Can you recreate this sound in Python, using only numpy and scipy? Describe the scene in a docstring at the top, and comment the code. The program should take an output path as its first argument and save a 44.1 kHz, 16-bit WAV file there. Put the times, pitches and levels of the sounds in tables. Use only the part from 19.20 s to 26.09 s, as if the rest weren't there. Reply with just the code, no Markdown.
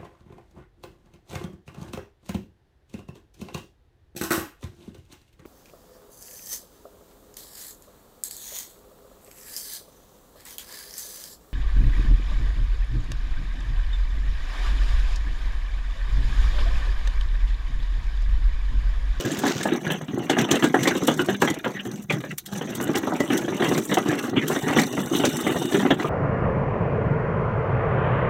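"""A garden with concrete slabs in open air, no room; the microphone is just behind a child's ride-on push car.
Four hard plastic wheels chatter on rough stone, scuff and knock into joints: taps ring the hollow body, panels
and wheels as decaying modes and noise. An axle chafes as a wandering narrow band; sand grinds and grit cracks.
Long leaves brush the side as fluttering hiss, and resonances of the plastic sing."""
import sys
import numpy as np
from scipy import signal
from scipy.fft import rfft, irfft
from scipy.io import wavfile
from scipy.ndimage import uniform_filter1d

SR = 44100
rng = np.random.default_rng(int(sys.argv[2]) if len(sys.argv) > 2 else 0)


def wrap_up_sound(samples):
    """Save the sound to the file named by the first command line argument, as 16-bit audio."""
    columns = np.atleast_2d(samples).T
    # keep every value between -1 and 1, then stretch to whole-number steps
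    tamed = np.clip(columns, -1, 1)
    steps = np.round(tamed * 32767).astype(np.int16)
    wavfile.write(sys.argv[1], SR, steps)


N = 303849
TIME = np.arange(N) / SR
RING = np.arange(10240) / SR  # time axis of one ring, s


def undb(db):
    """Decibels to gain."""
    return 10 ** (np.asarray(db) / 20)


def unit(x):
    """Scale to rms 1."""
    return x / np.sqrt(np.mean(x ** 2) + 1e-18)


def fade(t60):
    """A free decay of 60 dB in t60 seconds."""
    return np.exp(-np.log(1000) * RING / t60)


def add(out, start_s, sound):
    """Mix a sound in at start_s."""
    first = int(np.clip(start_s * SR, 0, N - 1))
    out[first:first + len(sound)] += sound[:N - first]


def spectrum(points, hz):
    """Read (Hz, dB) points on a log-frequency axis."""
    at_hz, level_db = np.transpose(points)
    return np.interp(np.log(hz), np.log(at_hz), level_db)


def noise(colour_db, lo_hz, hi_hz, size):
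    """Rms 1 noise between two soft edges, coloured by a function from Hz to dB."""
    hz = np.arange(size // 2 + 1) * SR / size + 1e-3
    edges = np.sqrt(1 + (lo_hz / hz) ** 12 + (hz / hi_hz) ** 12)
    gain = undb(colour_db(hz)) / edges
    return unit(irfft(rfft(rng.standard_normal(size)) * gain, size))


def resonate(x, hz, width_hz):
    """One resonance, gain 1 at its centre."""
    return signal.lfilter(*signal.iirpeak(hz, hz / width_hz, fs=SR), x)


def wander(span_s):
    """A random wobble of rms 1, smoothed over span_s seconds."""
    return unit(uniform_filter1d(rng.standard_normal(N), max(int(span_s * SR), 1)))


def level(curve):
    """Gain along a (time_s, level_db) curve, silent outside it."""
    time_s, level_db = np.transpose(curve)
    inside = (TIME >= time_s[0]) * (TIME <= time_s[-1])
    return undb(np.interp(TIME, time_s, level_db)) * inside


PATCH_ATTACK_S, PATCH_RELEASE_S = 0.013, 0.013


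def stretch(start_s, length_s):
    """How much of the wheels is on one stretch of stone, 0-1: a quick rise, a hold, a release."""
    corners_s = [-PATCH_ATTACK_S, 0, length_s, length_s + PATCH_RELEASE_S]
    return np.interp(TIME - start_s, corners_s, [0, 1, 1, 0])


# Clear modes of the moulded body, wheels and axles, undamped: pitch_hz [Hz], level_db [dB, relative],
# t60_s [s]
CAR_MODES = [(128.8, -2, 0.1), (155.7, -7, 0.31), (200.3, -2.5, 0.33), (241.3, 1, 0.33),
             (275.9, 14.5, 0.076), (298, 0, 0.16), (347.5, 12, 0.093), (396.4, -6, 0.29), (507, 18, 0.025),
             (589, 1, 0.16), (656.3, 2, 0.1), (740, 7.5, 0.089), (814, -0.5, 0.13), (1188, -3, 0.11),
             (1286, -7, 0.1), (1488, -1.5, 0.13), (1660, -3, 0.14), (1933, -2.5, 0.14), (2114, -6.5, 0.061),
             (2324, -19.5, 0.051), (2938, 1.5, 0.051), (3697, 15, 0.03), (5778, -2.5, 0.028),
             (6260, 6, 0.01), (7450, 3, 0.021)]
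# The crowd of weaker modes between them: pitch_hz [Hz], density_db [dB per Hz, relative]
WEAK_MODES = [(40, -80), (75, -26), (130, -12), (260, -3), (400, -3), (600, -13), (1000, -14), (1900, -21),
              (2500, -26.5), (2900, -24), (3250, -25.5), (3700, -23), (4800, -36), (6300, -30.5),
              (8000, -32.5), (10500, -40), (16000, -32.5)]
# The parts of the car's voice, each one row: low_hz [Hz], high_hz [Hz], rise_s [s], t60_s [s, undamped],
# clear_share [power share of the clear modes, 0-1], patchiness_db [dB]
# the hollow body
BODY_PART = (35, 378, 0.0025, 0.15, 0.58, 2.6)
# the panels
PANEL_PART = (395, 1480, 0.00066, 0.1, 0.29, 2.8)
# the wheels
WHEEL_PART = (1520, 3420, 0.00049, 0.11, 0.14, 6.6)
# sand and grit
GRIT_PART = (3900, 12360, 0.00034, 0.046, 0.2, 3.5)


def strike(part, damping=1, centre_hz=2000, focus_db=0):
    """One part's answer to a tap; each contact point favours other modes. 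Rms 1 over the first 30 ms."""
    lo_hz, hi_hz, rise_s, t60_s, clear_share, patchy_db = part
    grid_hz = np.geomspace(60, 16000, 36)
    focus = np.exp(-(np.log2(grid_hz / centre_hz) / 0.18) ** 2)  # width in octaves
    favour_db = patchy_db * rng.standard_normal(len(grid_hz)) + focus_db * focus
    favour = np.column_stack([grid_hz, favour_db])

    modes = [mode for mode in CAR_MODES if lo_hz <= mode[0] < hi_hz]
    mode_hz, mode_db, mode_t60_s = np.transpose(modes)
    chance = rng.standard_normal((len(mode_hz), 2))
    detuned_hz = mode_hz * (1 + 0.014 * chance[:, 0])
    waves = np.sin(2 * np.pi * np.outer(detuned_hz, RING))
    strength = undb(mode_db + spectrum(favour, mode_hz)) * chance[:, 1]
    clear = strength @ (waves * fade(mode_t60_s[:, None] / damping))

    def crowd_db(hz):
        return spectrum(WEAK_MODES, hz) + spectrum(favour, hz)

    crowd = noise(crowd_db, lo_hz, hi_hz, len(RING)) * fade(t60_s / damping)
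    clear_share = np.clip(clear_share, 0, 1)
    ring = np.sqrt(clear_share) * unit(clear) + np.sqrt(1 - clear_share) * unit(crowd)
    ring = ring * (1 - np.exp(-RING / rise_s))
    return ring / np.sqrt(np.mean(ring[:int(0.03 * SR)] ** 2))


def taps(count, spread_db):
    """Contacts at uneven moments, many light and a few hard: rows (time_s, size)."""
    chance = rng.random((count, 2))
    time_s = (np.arange(count) + 2 * chance[:, 0] - 1) * N / SR / count
    size = undb(-spread_db * np.log(np.maximum(chance[:, 1], 0.02)))
    return np.column_stack([time_s, size])


def chatter(part, contacts, skip_s, even_s):
    """The wheel skips four times at each contact; dividing by the local rms keeps the strength even."""
    spots = [strike(part) for _ in range(36)]
    sound = np.zeros(N)
    for time_s, size in contacts:
        ring = spots[rng.integers(len(spots))]
        for delay, push in rng.standard_normal((4, 2)):
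            add(sound, time_s + skip_s * delay, size * push * ring)
    power = uniform_filter1d(sound ** 2, int(even_s * SR))
    return sound / np.sqrt(np.abs(power) + np.mean(power) / 100)


def rub(colour, flutter_db, swell_db):
    """Sliding friction: a hiss of countless tiny slips that flutters quickly and swells as grip changes."""
    grip_db = flutter_db * wander(0.00244) + swell_db * wander(0.02)
    hiss = noise(lambda hz: spectrum(colour, hz), 500, 17400, N)
    return unit(hiss * undb(grip_db))


# Coarse patches of stone under the wheels: start_s [s], length_s [s], lift_db [dB],
# extra_clatter_db [dB, from sharp stones], extra_sand_db [dB]
COARSE_PATCHES = [(0.26, 0.053, -2, 9.5, 16), (0.475, 0.1, 3, 5.5, 4), (0.65, 0.13, 8, 5.5, -1),
                  (1.184, 0.066, 6, 4, 8.5), (1.317, 0.057, -0.5, 12.5, 7), (1.397, 0.066, 3, 5.5, 8),
                  (1.615, 0.099, 5, 0.5, 3), (2.236, 0.087, 7, -9, 1.5), (2.457, 0.022, 4, -6, 1.5),
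                  (2.66, 0.21, 8.5, -5, 1.5), (2.896, 0.12, 18, -2.5, -3.5), (3.032, 0.13, 5, -3, 5.5),
                  (3.325, 0.065, 6, 2.5, 9.5), (3.748, 0.026, 6, 1.5, -28), (4.12, 0.05, 8, -3.5, 0),
                  (4.401, 0.19, 8, 0.5, 0.5), (4.719, 0.034, 8, 6.5, -4), (4.875, 0.044, 9, 1, -5.5),
                  (5.115, 0.069, 11, -7, -24), (5.291, 0.1, 3, 5, 7), (5.468, 0.14, 2.5, 4.5, 0.5),
                  (5.567, 0.11, 6, -2.5, 3.5), (5.936, 0.054, 2, 2, 4), (6.001, 0.079, 5, 2, -3.5),
                  (6.257, 0.11, 1.5, 4.5, -6), (6.526, 0.11, 7, 0, -2), (6.8, 0.03, -1.5, 9, 9.5)]
# Smooth stretches where the wheels glide, mostly quieter: start_s [s], length_s [s], change_db [dB]
SMOOTH_STRETCHES = [(0.626, 0.072, 1.5), (0.863, 0.043, -7), (2.157, 0.024, -10.5), (2.395, 0.073, -8.5),
                    (2.862, 0.017, -11), (3.152, .11, -12.5), (3.549, 0.019, -6), (3.805, 0.0082, -4.5),
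                    (4.024, 0.031, -6), (4.63, 0.06, -5.5), (5.108, 0.039, -7), (5.381, .035, -6.5),
                    (5.652, 0.069, -7.5), (5.825, 0.085, -4.5), (6.471, 0.017, -9), (6.748, 0.033, -6.5)]


def surface():
    """Coarse patches shake the car harder, smooth ones mostly calm it: dB for body, clatter and sand."""
    smooth_db = sum(change_db * stretch(start_s, length_s)
                    for start_s, length_s, change_db in SMOOTH_STRETCHES)
    body_db, clatter_db, sand_db = np.tile(smooth_db, (3, 1))
    for start_s, length_s, lift_db, sharp_db, sandy_db in COARSE_PATCHES:
        on = stretch(start_s, length_s)
        body_db += on * lift_db
        clatter_db += on * (lift_db + sharp_db)
        sand_db += on * (lift_db + sandy_db)
    return body_db, clatter_db, sand_db


LIGHT_FROM_DB = -11  # a panel knock this loud at a steady walk gives just dip_db, a louder one more


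def contact(gap_s, dip_db, return_s):
    """A wheel runs light as it spans a joint: longer when the car is slow, deeper when it lands harder."""
    load_db = np.zeros(N)
    at_s, push_db, _ = np.transpose(PUSH)
    for time_s, panel_db, *_ in JOINT_KNOCKS:
        slow_db = CRUISE_DB - np.interp(time_s, at_s, push_db)
        span_s = gap_s * undb(0.5 * slow_db)
        depth_db = dip_db * undb(0.47 * (panel_db + slow_db - LIGHT_FROM_DB))
        side_s = np.where(TIME < time_s, span_s, return_s)
        dip = np.exp(-((TIME - time_s) / side_s) ** 4)
        load_db = np.minimum(load_db, depth_db * dip)  # the deepest dip wins
    return undb(load_db)


# drift is a fraction of the pitch
AXLE_HZ, AXLE_WIDTH_HZ, AXLE_DRIFT, AXLE_SPURT_DB, AXLE_WOBBLE_S = 6100, 760, 0.024, 7, 0.035


def axle():
    """Tiny slips ring the dry axle; pitch and pressure wander with the wobble of the wheel. 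Rms 1."""
    slips = noise(np.zeros_like, 0.91, AXLE_WIDTH_HZ / 2, N)
    hz = AXLE_HZ * (1 + AXLE_DRIFT * wander(AXLE_WOBBLE_S))
    pressure = undb(AXLE_SPURT_DB * np.minimum(wander(AXLE_WOBBLE_S), 1))
    return unit(slips * np.sin(2 * np.pi * np.cumsum(hz) / SR) * pressure)


BOOM_DB, PANEL_DB, WHEEL_DB, SAND_DB = -1.5, -8.5, -12.5, -1  # trim of each part
CRUISE_DB, CLATTER_GROWTH = -24.5, 0.85  # push at a steady walk; dB of clatter for each dB of push
# slow wheels favour the lowest modes: their band, and dB gained for each dB below the steady walk
DEEP_HZ, DEEPENING = (111, 194), 0.73
# The push speeding up and slowing: time_s [s], push_db [dB, before trims and surface],
# sand_db [dB under the wheels, before trim and surface]
PUSH = [(0.0, -26.5, -40.5), (0.33, -29, -50.5), (0.77, -42, -53), (1.06, -30.5, -52.5), (1.3, -29.5, -51),
        (1.82, -28, -38), (2.4, -32.5, -46.5), (2.78, -46.5, -60.5), (3.24, -46.5, -61.5),
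        (3.55, -28, -44.5), (4.43, -27, -46), (4.62, -31, -40.5), (5.08, -28, -41), (5.3, -29, -47),
        (5.43, -24.5, -43), (6.43, -27.5, -39.5), (6.72, -26, -47), (6.89, -28, -50.5)]


def rolling():
    """Hard wheels patter over the stone, the axles rasp in their sockets and sand ticks underneath."""
    time_s, *columns = np.transpose(PUSH)
    push_db, sand_db = (np.interp(TIME, time_s, column) for column in columns)
    body_lift_db, clatter_lift_db, sand_lift_db = surface()
    clatter_db = CRUISE_DB + CLATTER_GROWTH * (push_db - CRUISE_DB) + clatter_lift_db
    grit_db = sand_db + sand_lift_db

    bumps = taps(count=380, spread_db=3.5)
    thuds = taps(count=270, spread_db=2.0)  # the body thuds at its own, sparser moments
    boom = chatter(BODY_PART, thuds, skip_s=0.003483, even_s=0.068)
    deep_band = signal.butter(2, DEEP_HZ, "band", fs=SR, output="sos")
    bass = signal.sosfiltfilt(deep_band, boom)
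    boom = boom - bass + bass * undb(DEEPENING * (CRUISE_DB - push_db))
    boom = boom * undb(push_db + body_lift_db + BOOM_DB)

    panel = chatter(PANEL_PART, bumps, skip_s=0.003953, even_s=0.027) * undb(clatter_db + PANEL_DB)
    wheel = chatter(WHEEL_PART, bumps, skip_s=0.004, even_s=0.033) * undb(clatter_db + WHEEL_DB)
    grains = taps(count=1300, spread_db=6.5)
    sand = chatter(GRIT_PART, grains, skip_s=0.0018, even_s=0.066) * undb(grit_db + SAND_DB)
    # the rasp swells less than the sand, so it stands out when the car runs gently
    rasp = axle() * undb(0.8 * grit_db - 14)
    load = contact(gap_s=0.028, dip_db=-3.0, return_s=0.0092)
    return (boom + panel + wheel + sand + rasp) * load


def garden():
    """Faint outdoor air: steady noise, strongest in the bass."""
    air = [(30, 4), (150, -4), (1000, -52), (16000, -27)]  # (Hz, dB per Hz)
    return undb(-57) * noise(lambda hz: spectrum(air, hz), 20, 17000, N)


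# Steered wheels grinding sideways over sand: time_s [s], level_db [dB]
SAND_GRIND = [(0, -36.5), (.12, -41.5), (.225, -39.5), (.26, -30), (.35, -36), (.43, -38), (.5, -74)]
# Pinches of fine sand crushed with a soft fizz: start_s [s], length_s [s], level_db [dB]
SAND_FIZZES = [(0.712, .02, -37.5), (1.033, 0.026, -56), (2.647, 0.023, -52), (2.736, 0.0096, -52),
               (2.82, 0.015, -54), (3.37, .02, -50), (3.616, .025, -37), (3.77, 0.016, -42),
               (4.216, 0.0068, -46), (4.555, 0.035, -54), (4.646, .012, -35), (4.97, .015, -58),
               (5.048, 0.0075, -44.5), (5.43, 0.014, -48)]


def sliding():
    """Sand grinds coarsely under the steered wheels, and the finest of it fizzes."""
    # both (Hz, dB per Hz)
    sand = [(1000, 0.5), (3500, 2), (4800, 0.5), (6500, 2.0), (10000, -20), (16000, -18)]
    dust = [(1000, -40), (4800, -18), (7000, 4), (10000, -2), (16000, -4)]
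    crush = sum(undb(level_db) * stretch(start_s, length_s) for start_s, length_s, level_db in SAND_FIZZES)
    grind = rub(sand, flutter_db=4.0, swell_db=-1.5) * level(SAND_GRIND)
    fizz = rub(dust, flutter_db=7.0, swell_db=-2.5) * crush
    return grind + fizz


SAND_RISE_S = 0.0041  # sand is crushed a moment after a wheel lands
# A wheel hits a joint or a bump: start_s [s], panel_db, boom_db, wheel_db [dB, before part trims],
# clack_hz [Hz, centre of the wheel clack]
JOINT_KNOCKS = [(0.048, -31, -23, -28, 1420), (0.236, -12, -21, -26, 1570), (0.261, -19, -19, -21, 1640),
                (0.404, -23.5, -31, -27.5, 1670), (0.454, -11.5, -23, -24.5, 1770),
                (0.519, -57, -18, -28, 1860), (0.666, -35, -22.5, -24.5, 1690),
                (0.702, -20.5, -47, -21, 2960), (0.811, -26.5, -36.5, -39, 1880),
                (0.882, -33, -28, -35.5, 3430), (0.933, -57, -23, -50, 3540),
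                (0.975, -20.5, -23, -47, 1540), (1.097, -9.5, -18.5, -18, 1250),
                (1.131, -24, -25, -25, 1740), (1.167, -14, -23, -24.5, 1750),
                (1.186, -20, -16.5, -19.5, 1570), (1.23, -30, -24, -36, 1500),
                (1.288, -19.5, -27, -27.5, 2650), (1.312, -25, -16, -27, 3800),
                (1.424, -14, -18, -19, 1570), (1.439, -13, -13, -19, 1480), (1.542, -6, -16.5, -14.5, 1660),
                (1.589, -34, -26, -27.5, 1920), (1.655, -18, -22, -20, 2080),
                (1.673, -9.5, -19.5, -18, 2130), (1.709, -20.5, -25, -21, 1600),
                (1.753, -18.5, -22, -29.5, 3580), (1.82, -19.5, -20.5, -52, 1720),
                (1.881, -7, -15, -18.5, 1800), (1.993, -15.5, -18, -17.5, 1380),
                (2.086, -12.5, -20, -21.5, 1900), (2.22, -7, -18.5, -15.5, 1640),
                (2.275, -15.5, -27.5, -18.5, 2160), (2.444, -23, -32.5, -22.5, 1950),
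                (2.461, -12.5, -23, -43, 1870), (2.653, -30, -28, -36.5, 2980),
                (2.902, -15, -28.5, -22, 2280), (3.038, -24, -38, -31.5, 1910),
                (3.411, -19.5, -32, -31, 1840), (3.6, -19.5, -24.5, -30, 1730),
                (3.671, -25, -36, -31, 1600), (3.69, -18, -18.5, -36, 1640), (3.832, -23, -25, -31, 1670),
                (3.872, -13.5, -24, -46, 1720), (3.92, -14, -26.5, -55, 1430), (4.004, -13, -20, -23, 2000),
                (4.102, -18, -21.5, -24, 2500), (4.127, -30, -28, -24.5, 1800),
                (4.28, -19, -21.5, -31, 1690), (4.42, -14.5, -35, -21.5, 1730),
                (4.446, -21, -33, -24, 1970), (4.513, -15, -21, -47, 2080), (4.579, -21, -20, -34, 1600),
                (4.694, -31, -24.5, -28, 2000), (4.771, -6.5, -21, -22.5, 2070),
                (4.859, -22, -22, -42, 1950), (4.895, -32, -20, -23.5, 2460),
                (4.926, -17, -23, -27.5, 2380), (5.037, -21.5, -41, -31, 1570),
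                (5.13, -20.5, -25.5, -56, 1600), (5.165, -19, -23, -30, 2160), (5.23, -38, -22, -32, 1880),
                (5.298, -13.5, -23, -33, 1570), (5.351, -23, -31, -29.5, 1650),
                (5.484, -23, -43, -24, 1500), (5.563, -13, -16.5, -21.5, 1500),
                (5.587, -38, -36, -16, 1630), (5.775, -17.5, -22.5, -29.5, 1920),
                (5.914, -25, -19.5, -43, 1480), (5.949, -32, -21, -22, 3080), (6.037, -9.5, -19, -23, 3000),
                (6.266, -13.5, -17, -22.5, 2100), (6.356, -17, -24, -48, 2900),
                (6.416, -19.5, -25, -55, 3700), (6.447, -36, -23, -50, 1800),
                (6.544, -15.5, -19.5, -21.5, 2980), (6.651, -12.5, -16, -29, 1890),
                (6.705, -8, -14, -15.5, 1840), (6.797, -30, -25.5, -32, 1780),
                (6.845, -12.5, -46, -39, 1720)]


def knocks():
    """A wheel touches a joint's edge, lands and bounces softly; wheel, panels and body ring each time."""
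    out = np.zeros(N)
    for start_s, panel_db, boom_db, wheel_db, clack_hz in JOINT_KNOCKS:
        blow = undb(boom_db - 3.0) * strike(BODY_PART)
        blow += undb(panel_db - 12.5) * strike(PANEL_PART)
        blow += undb(wheel_db - 7.5) * strike(WHEEL_PART, centre_hz=clack_hz, focus_db=11.5)
        sand = strike(GRIT_PART, damping=0.77) * (1 - np.exp(-RING / SAND_RISE_S))
        blow += undb(wheel_db - 24) * sand
        touch = (-rng.uniform(0.00193, 0.006), -17)  # (delay s, dB)
        bounce = (rng.uniform(0.011, 0.038), -11)
        for delay_s, blow_db in (touch, (0, 0), bounce):
            add(out, start_s + delay_s, undb(blow_db) * blow)
    return out


CRUMBLE_S = 0.0029  # spacing of the two small snaps before the burst
SPLINTER_DB, SPLINTER_T60_S = -17, 0.04  # trim and decay of the glassy top
# A grain of grit cracks under a wheel: start_s [s, the burst], level_db [dB, before trim],
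# top_db [dB of its glassy top, before trim]
GRIT_CRACKS = [(0.1162, -23.5, -50), (0.189, -24, -35), (0.431, -19.5, -49), (1.0992, -17, -46),
               (1.186, -18, -53), (1.3125, -9.5, -31), (1.3552, -19, -40), (1.4411, -18.5, -46),
               (1.631, -17.5, -47), (1.6748, -13, -49), (1.873, -17, -27), (2.2178, -17.5, -37),
               (2.903, -28, -58), (2.923, -25.5, -46), (3.1824, -25.5, -26.5), (3.261, -28, -36.5),
               (3.552, -26, -34.5), (3.7547, -19, -51), (3.773, -23, -39), (4.002, -23, -42),
               (4.1758, -21.5, -31), (4.742, -17.5, -31), (5.281, -21.5, -28), (5.5934, -16.5, -49),
               (6.052, -12.5, -51)]


def cracks():
    """Grit crumbles, then bursts in a short bright snap that ticks the wheel, with splinters on top."""
    out = np.zeros(N)
    for start_s, level_db, top_db in GRIT_CRACKS:
        for delay_s, snap_db in ((-2 * CRUMBLE_S, -19), (-CRUMBLE_S, -10), (0, 0)):
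            snap = strike(GRIT_PART, damping=0.5, centre_hz=12000, focus_db=-14.5)
            tick = strike(WHEEL_PART, damping=2.0, centre_hz=3480, focus_db=16)
            snap = snap + undb(-3.0) * tick
            splinter = unit(noise(np.zeros_like, 5400, 18000, len(RING)) * fade(SPLINTER_T60_S))
            crack = undb(level_db - 15.0) * snap + undb(top_db + SPLINTER_DB) * splinter
            add(out, start_s + delay_s, undb(snap_db) * crack)
    return out


# A wheel slips sideways with a squeaky scuff: start_s [s], peak_db [dB, before a 0.5 dB lift],
# pitch_hz [Hz, centre], length_s [s, of the slipping]
WHEEL_SCUFFS = [(2.141, -23, 2720, 0.011), (2.389, -31, 1680, 0.013), (2.542, -25, 1750, 0.047),
                (2.589, -21.5, 3050, 0.018), (2.896, -13.5, 2350, 0.01), (3.099, -24.5, 1800, 0.022),
                (3.744, -23, 2560, 0.015), (4.97, -24, 3020, 0.038), (5.1585, -16, 2210, 0.041),
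                (5.208, -22, 1710, 0.031), (6.657, -21, 2200, 0.012)]


def scuffs():
    """Plastic sticks and slips on the stone: a swell of quick taps on one spot of the wheel."""
    out = np.zeros(N)
    for start_s, peak_db, pitch_hz, length_s in WHEEL_SCUFFS:
        swell = np.sin(np.pi * np.minimum(RING / length_s, 1))
        slips = (rng.random(len(RING)) < 900 / SR) * swell  # 900 slips a second on average
        spot = strike(WHEEL_PART, damping=2.2, centre_hz=pitch_hz, focus_db=12)
        squeak = signal.fftconvolve(slips, spot)
        add(out, start_s, undb(peak_db + 0.5) * squeak / np.abs(squeak).max())
    return out


# Long leaves sliding along the body, first tips, then the whole clump: time_s [s], level_db [dB of hiss]
LEAF_HISS = [(3.93, -70), (4.0, -49), (4.2, -60), (4.32, -69), (4.44, -48), (4.66, -46), (4.7, -52),
             (4.9, -63), (5.06, -50), (5.12, -67), (5.26, -70), (5.3, -46), (5.6, -48), (5.72, -47.5),
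             (5.9, -48), (5.96, -40), (6.07, -43.5), (6.3, -45), (6.58, -44.5), (6.7, -68), (6.89, -57)]
# The plastic side singing under hard-pressed leaves: time_s [s], level_db [dB]
SIDE_SINGING = [(5.3, -57), (5.55, -40), (5.72, -49.5), (5.9, -51), (6.0, -38), (6.2, -40.5), (6.33, -42),
                (6.48, -42), (6.6, -42), (6.7, -67)]
# Resonances of the rubbed side: pitch_hz [Hz], width_hz [Hz, half of each filter pass],
# level_db [dB, relative]
SIDE_MODES = [(2910, 110, 0.5), (3640, 100, 2)]


def leaves():
    """Blade after blade slides over the plastic with an uneven rustle and bows the side panel."""
    # (Hz, dB per Hz)
    blades = [(1000, -25), (3500, -20), (4800, -28), (6200, -8.5), (7600, 19.5), (10500, 7.5), (16000, 5)]
    rustle = rub(blades, flutter_db=3, swell_db=2.2)
    drag = rub(WEAK_MODES, flutter_db=3, swell_db=2.5)
    side = np.zeros(N)
    for pitch_hz, width_hz, level_db in SIDE_MODES:
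        once = resonate(drag, pitch_hz, 2 * width_hz)
        twice = resonate(once, pitch_hz, 2 * width_hz)
        side += undb(level_db) * unit(twice)
    return rustle * level(LEAF_HISS) + unit(side) * level(SIDE_SINGING)


def scene():
    """The car on the path, in still air."""
    car = rolling() + knocks() + scuffs() + cracks() + sliding()
    return (car + leaves() + garden())[None]


LOW_CUT_HZ, TOP_HZ = 56, 15800
HOLLOW_HZ, HOLLOW_WIDTH_HZ, HOLLOW_DB = 4510, 1400, -2  # a hollow in the microphone's response
# Narrow resonances of the microphone port: pitch_hz [Hz], width_hz [Hz], boost_db [dB]
MICROPHONE_PORT = [(14120, 75, 12), (14475, 80, 11.5)]


def record(dry):
    """The microphone thins deep bass, hollows the low treble, rings faintly in its port, cuts the top."""
    low_cut = signal.butter(3, LOW_CUT_HZ, "high", fs=SR, output="sos")
    sound = signal.sosfilt(low_cut, dry)
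    for pitch_hz, width_hz, boost_db in [*MICROPHONE_PORT, (HOLLOW_HZ, HOLLOW_WIDTH_HZ, HOLLOW_DB)]:
        sound = sound + (undb(boost_db) - 1) * resonate(sound, pitch_hz, width_hz)
    top_cut = signal.ellip(10, 0.2, 70, TOP_HZ, fs=SR, output="sos")
    return signal.sosfilt(top_cut, sound)


dry = scene()
out = record(dry)
wrap_up_sound(out)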